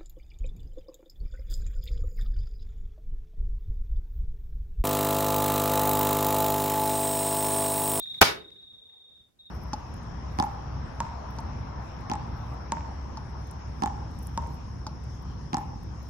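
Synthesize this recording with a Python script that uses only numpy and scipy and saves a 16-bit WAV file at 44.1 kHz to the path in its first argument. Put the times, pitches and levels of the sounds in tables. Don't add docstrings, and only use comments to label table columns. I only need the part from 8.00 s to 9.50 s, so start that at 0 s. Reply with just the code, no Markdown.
import sys
import numpy as np
from scipy import signal
from scipy.fft import rfft, irfft
from scipy.io import wavfile
from scipy.ndimage import uniform_filter1d

SR = 44100
rng = np.random.default_rng(int(sys.argv[2]) if len(sys.argv) > 2 else 0)


def natural_amplitude(level_db):
    exponent = np.asarray(level_db, float) / 20
    return 10 ** exponent


def materialize(psi):
    bounded = np.clip(np.atleast_2d(psi).T, -1, 1)
    quanta = np.round(bounded * 32767).astype(np.int16)
    wavfile.write(sys.argv[1], SR, quanta)


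N = 66150
T = np.arange(N) / SR

# start in seconds, pitch in Hz, level in dB.
CRICKET_DRIFT = [
    (0, 3770, 0),
    (.65, 3775, -1),
    (.8, 3728, -2.5),
    (1.2, 3722, -4.5),
    (1.38, 3790, -1),
    (1.5, 3790, -1),
]
# start in seconds, level in dB.
LOOSE_STROKES = [
    (1.185, -2),
    (1.388, 1),
    (1.448, 2),
    (1.489, -4),
]
WING_OVERTONES = [-35, -36, -36]
# frequency in Hz, 60 dB decay time in seconds.
ROOM_DECAY = [(60, 0.48), (180, .5), (350, 0.66), (700, 0.299), (2000, 0.29), (6000, 0.2), (14000, 0.2134)]
# frequency in Hz, level in dB.
ROOM_COLOUR = [(60, -7), (150, -6.5), (200, -7.5), (350, -3), (1000, 1), (2200, 6.5), (5500, 7.5),
               (7000, 3.5), (15000, 1.5)]
# frequency in Hz, level in dB.
AIR_COLOUR = [(30, -1), (100, -2), (450, -10), (800, -21), (2000, -23.5), (5000, -21.5), (12000, -24),
              (16000, -30)]
# time in seconds, level in dB.
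RUMBLE_LEVEL = [
    (0, -65.5),
    (.2, -61),
    (.6, -52.5),
    (1.0, -62),
    (1.15, -57.5),
    (1.35, -58.5),
    (1.5, -57),
]
# start in seconds, level in dB, pitch in Hz, ring in seconds.
TICKS = [(0.028, -43, 5560, 0.0073), (0.0547, -54, 1800, 0.04), (0.144, -43.5, 2193, 0.011),
         (.503, -37, 2872, 0.01323), (.56, -48, 1980, 0.016), (0.621, -47, 3000, .01),
         (0.721, -52, 890, 0.0142), (.838, -58.5, 1508, .015), (0.896, -45, 1516, 0.0183),
         (0.93, -50.5, 1280, 0.019), (1.175, -60.5, 1190, 0.0208)]
# start in seconds, level in dB, pitch in Hz, ring in seconds.
BENCH_BUMPS = [
    (1.203, -42, 75, .04),
    (.965, -52, 80, .05),
]
# start in seconds, length in seconds, level in dB, centre in Hz.
SLEEVE_RUBS = [
    (0.78, 0.36, -68, 796),
    (0.414, 0.27, -67.5, 1550),
    (.68, 0.22, -66, 450),
    (0.7625, 0.44, -65.5, 456),
]
# start in seconds, level in dB, ring-out in seconds, dullness 0-1, left-right pan in dB.
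DRIVER_BLOWS = [
    (.2098, -21, .06, .7, 1),
    (.2134, 0, .03, .5, .5),
    (.2160, -1, .035, .6, 1),
    (.2232, -3, .04, .9, 2),
    (.2272, -6, .03, .9, 1),
]
# frequency in Hz, level in dB, 60 dB decay time in seconds (gun()
BODY_MODES = [(414, -4, 0.4), (533, -7.5, 5.0), (794.5, 3.5, 0.17), (1342, -5, 0.26), (1420, -3, 0.1),
              (1989, -13, 0.11), (2263, -2, 0.093), (2840, -15, 0.18), (3070, -29, 5.0)]
# frequency in Hz, density in dB per Hz.
CRACK_COLOUR = [(24, -37), (40, -4), (455, -5.5), (1240, -3.5), (2770, -8.5), (5310, -8), (7540, -15),
                (12500, -15.5), (16000, -24)]
# frequency in Hz, level in dB, 60 dB decay time in seconds.
HOLLOW_MODES = [(148, -30, .35), (255, -30, .2), (330, -36, .5), (762, -20, .09), (430, -24, .08)]
# time in seconds, gain in dB.
CAMERA_GAIN = [
    (0, 0),
    (.188, 0),
    (.206, -11),
    (.228, -12),
    (.232, -17),
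    (.29, -13),
    (.7, -13),
    (1.0, -14),
    (1.5, -14),
]

SHOT_S, GUN_DB = .2134, 8.5
STROKE_FIRST_S, STROKE_EVERY_S, STROKE_S = -.0196, .03765, .035
CRICKET_DB, CRICKET_ROOM_DB = -34.5, -6.5


def curve(table, col=1):
    return np.interp(T, [row[0] for row in table], [row[col] for row in table])


def over_hz(table, hz):
    return np.interp(np.log(hz), np.log([row[0] for row in table]), [row[1] for row in table])


def unit(x):
    return x / np.sqrt(np.mean(x ** 2))


def band(x, hz, width):
    return signal.lfilter(*signal.iirpeak(min(hz, SR / 2.2), hz / width, fs=SR), x)


def butter(x, order, hz, kind):
    return signal.lfilter(*signal.butter(order, hz, kind, fs=SR), x)


def tint(x, table):
    hz = np.maximum(np.arange(N // 2 + 1) * SR / N, 1)
    return unit(irfft(rfft(x) * natural_amplitude(over_hz(table, hz)), N))


def fade(start, t60, rise=.0004):
    age = np.maximum(T - start, 0)
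    return (1 - np.exp(-age / rise)) * natural_amplitude(-60 * age / t60)


def pair(alike_hz):
    mid, side = rng.standard_normal((2, N))
    side = butter(side, 1, alike_hz, "high")
    return np.array([mid + side, mid - side])


def walk(rate):
    k = int(SR / rate)
    return unit(uniform_filter1d(uniform_filter1d(rng.standard_normal(N), k), k))


def cricket():
    rise_share, sag_hz, sag_shape = .48, 480, 3.6
    spread_hz, file_rough_hz = 8, 13
    even = STROKE_FIRST_S + STROKE_EVERY_S * np.arange(32)
    starts = np.r_[even, [row[0] for row in LOOSE_STROKES]]
    db = np.r_[0 * even, [row[1] for row in LOOSE_STROKES]]
    db = db + 0.71 * rng.standard_normal(len(starts))
    detune = spread_hz * rng.standard_normal(len(starts))

    stroke = np.searchsorted(starts, T) - 1
    done = np.clip((T - starts[stroke]) / STROKE_S, 0, 1)
    swell = np.sin(np.pi * done ** (np.log(.5) / np.log(rise_share))) ** 0.95
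    level = natural_amplitude(db[stroke] + CRICKET_DB + curve(CRICKET_DRIFT, col=2))
    hz = curve(CRICKET_DRIFT) + detune[stroke] + file_rough_hz * walk(400) - sag_hz * done ** sag_shape
    phase = 2 * np.pi * np.cumsum(hz) / SR
    tone = np.sin(phase)
    for harmonic, overtone_db in enumerate(WING_OVERTONES, 2):
        tone = tone + natural_amplitude(overtone_db) * np.sin(harmonic * phase)
    return swell * level * tone


def room(x, before):
    noise = rfft(pair(198))
    octave = np.log2(np.arange(N // 2 + 1) * SR / N + 1)
    echo = 0
    for hz in 40 * 2 ** np.arange(0, 9, .5):
        part = irfft(noise * np.clip(1 - 2 * np.abs(octave - np.log2(hz)), 0, 1), N)
        decay = fade(0.0013, over_hz(ROOM_DECAY, hz), rise=0.024)
        echo = echo + natural_amplitude(over_hz(ROOM_COLOUR, hz)) * part * decay
    echo = echo / np.sqrt(np.sum(echo ** 2) / 2)
    tail = signal.fftconvolve(np.r_[before, x][None], echo, axes=1)
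    return tail[:, len(before):len(before) + N]


def air():
    rumble = unit(band(pair(150), 70.56, 90.)) * natural_amplitude(curve(RUMBLE_LEVEL) + 2 * walk(30))
    return natural_amplitude(-65.5 + 1.0 * walk(10)) * tint(pair(300), AIR_COLOUR) + rumble


def hands():
    noise = pair(1400)
    out = 0
    for start, db, hz, ring in TICKS:
        tick = band(band(noise, hz, hz * 0.97), hz, hz * 0.97)
        out = out + natural_amplitude(db) * unit(tick) * fade(start, ring, rise=.001)
    for start, db, hz, ring in BENCH_BUMPS:
        bump = np.sin(2 * np.pi * hz * (T - start))
        out = out + natural_amplitude(db) * bump * fade(start, 3 * ring, rise=ring / 8)
    for start, length, db, hz in SLEEVE_RUBS:
        stroke = np.sin(np.pi * np.clip((T - start) / length, 0, 1))
        out = out + natural_amplitude(db + 2 * walk(80)) * unit(band(noise, hz, hz * 0.2)) * stroke
    return out


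def gun():
    body_db, thump_db, thump_hz = -9.5, -11.5, 82
    bright = tint(pair(600), CRACK_COLOUR)
    dull = unit(butter(bright, 1, [300, 1800], "band"))
    snap = unit(butter(pair(15000), 2, 8000, "high"))
    out = natural_amplitude(1.5) * snap * fade(SHOT_S, 0.035, rise=0.00026)
    for hz, db, t60 in HOLLOW_MODES:
        tone = np.sin(2 * np.pi * hz * T + rng.uniform(0, 1.1, (2, 1)))
        out = out + natural_amplitude(GUN_DB + db) * tone * fade(SHOT_S, t60, rise=0.0053)

    for start, blow_db, t60, softness, pan_db in DRIVER_BLOWS:
        age = np.maximum(T - start, 0)
        ring = 0
        for hz, db, mode_t60 in BODY_MODES:
            detune = 1 + 0.0039 * rng.standard_normal((2, 1))
            ring = ring + natural_amplitude(db) * np.sin(2 * np.pi * hz * age * detune) * fade(start, min(mode_t60, .06))
        push = np.sin(2 * np.pi * thump_hz * age) * fade(start, .05)
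        hit = (1 - softness) * bright * fade(start, 0.67 * t60, rise=0.0006)
        hit = hit + softness * dull * fade(start, t60)
        hit = hit + natural_amplitude(body_db) * ring / 2 + natural_amplitude(thump_db) * push
        out = out + natural_amplitude(GUN_DB + blow_db + np.array([[pan_db], [-pan_db]]) / 2) * hit
    return out


def scene():
    shot, trill, small = gun(), cricket(), hands()

    def late(seconds):
        return np.interp(T - seconds, T, trill)

    left = late(.0001) + natural_amplitude(-11) * late(.0135)
    right = trill + natural_amplitude(-9) * late(.0185)

    soft = trill * np.clip(T / .008, 0, 1)
    earlier = soft * (T < 5 * STROKE_EVERY_S + STROKE_FIRST_S)
    earlier = earlier[:int(5 * STROKE_EVERY_S * SR)]

    click = 1. * (np.arange(N) == int(SHOT_S * SR + 40))
    pulse = tint(click, CRACK_COLOUR) * (T > SHOT_S)
    wet = natural_amplitude(-6) * pulse / 10 + natural_amplitude(-17.5) * shot.mean(0)
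    wet = wet + natural_amplitude(CRICKET_ROOM_DB) * soft + natural_amplitude(-7) * small.mean(0)
    return shot + np.array([left, right]) + small + room(wet, natural_amplitude(CRICKET_ROOM_DB) * earlier) + air()


def top_cut(x):
    return signal.sosfilt(signal.butter(12, 16590, fs=SR, output="sos"), x)


def record(dry):
    mics = np.array([butter(dry[0], 1, 70, "high"), butter(dry[1], 1, 20, "high")])
    limited = np.tanh(1.662 * mics * natural_amplitude(curve(CAMERA_GAIN))) / 1.335
    treble_limit = signal.ellip(8, .2, 70, 16500, fs=SR, output="sos")
    return top_cut(signal.sosfilt(treble_limit, limited))


dry = scene()
out = record(dry)
materialize(out)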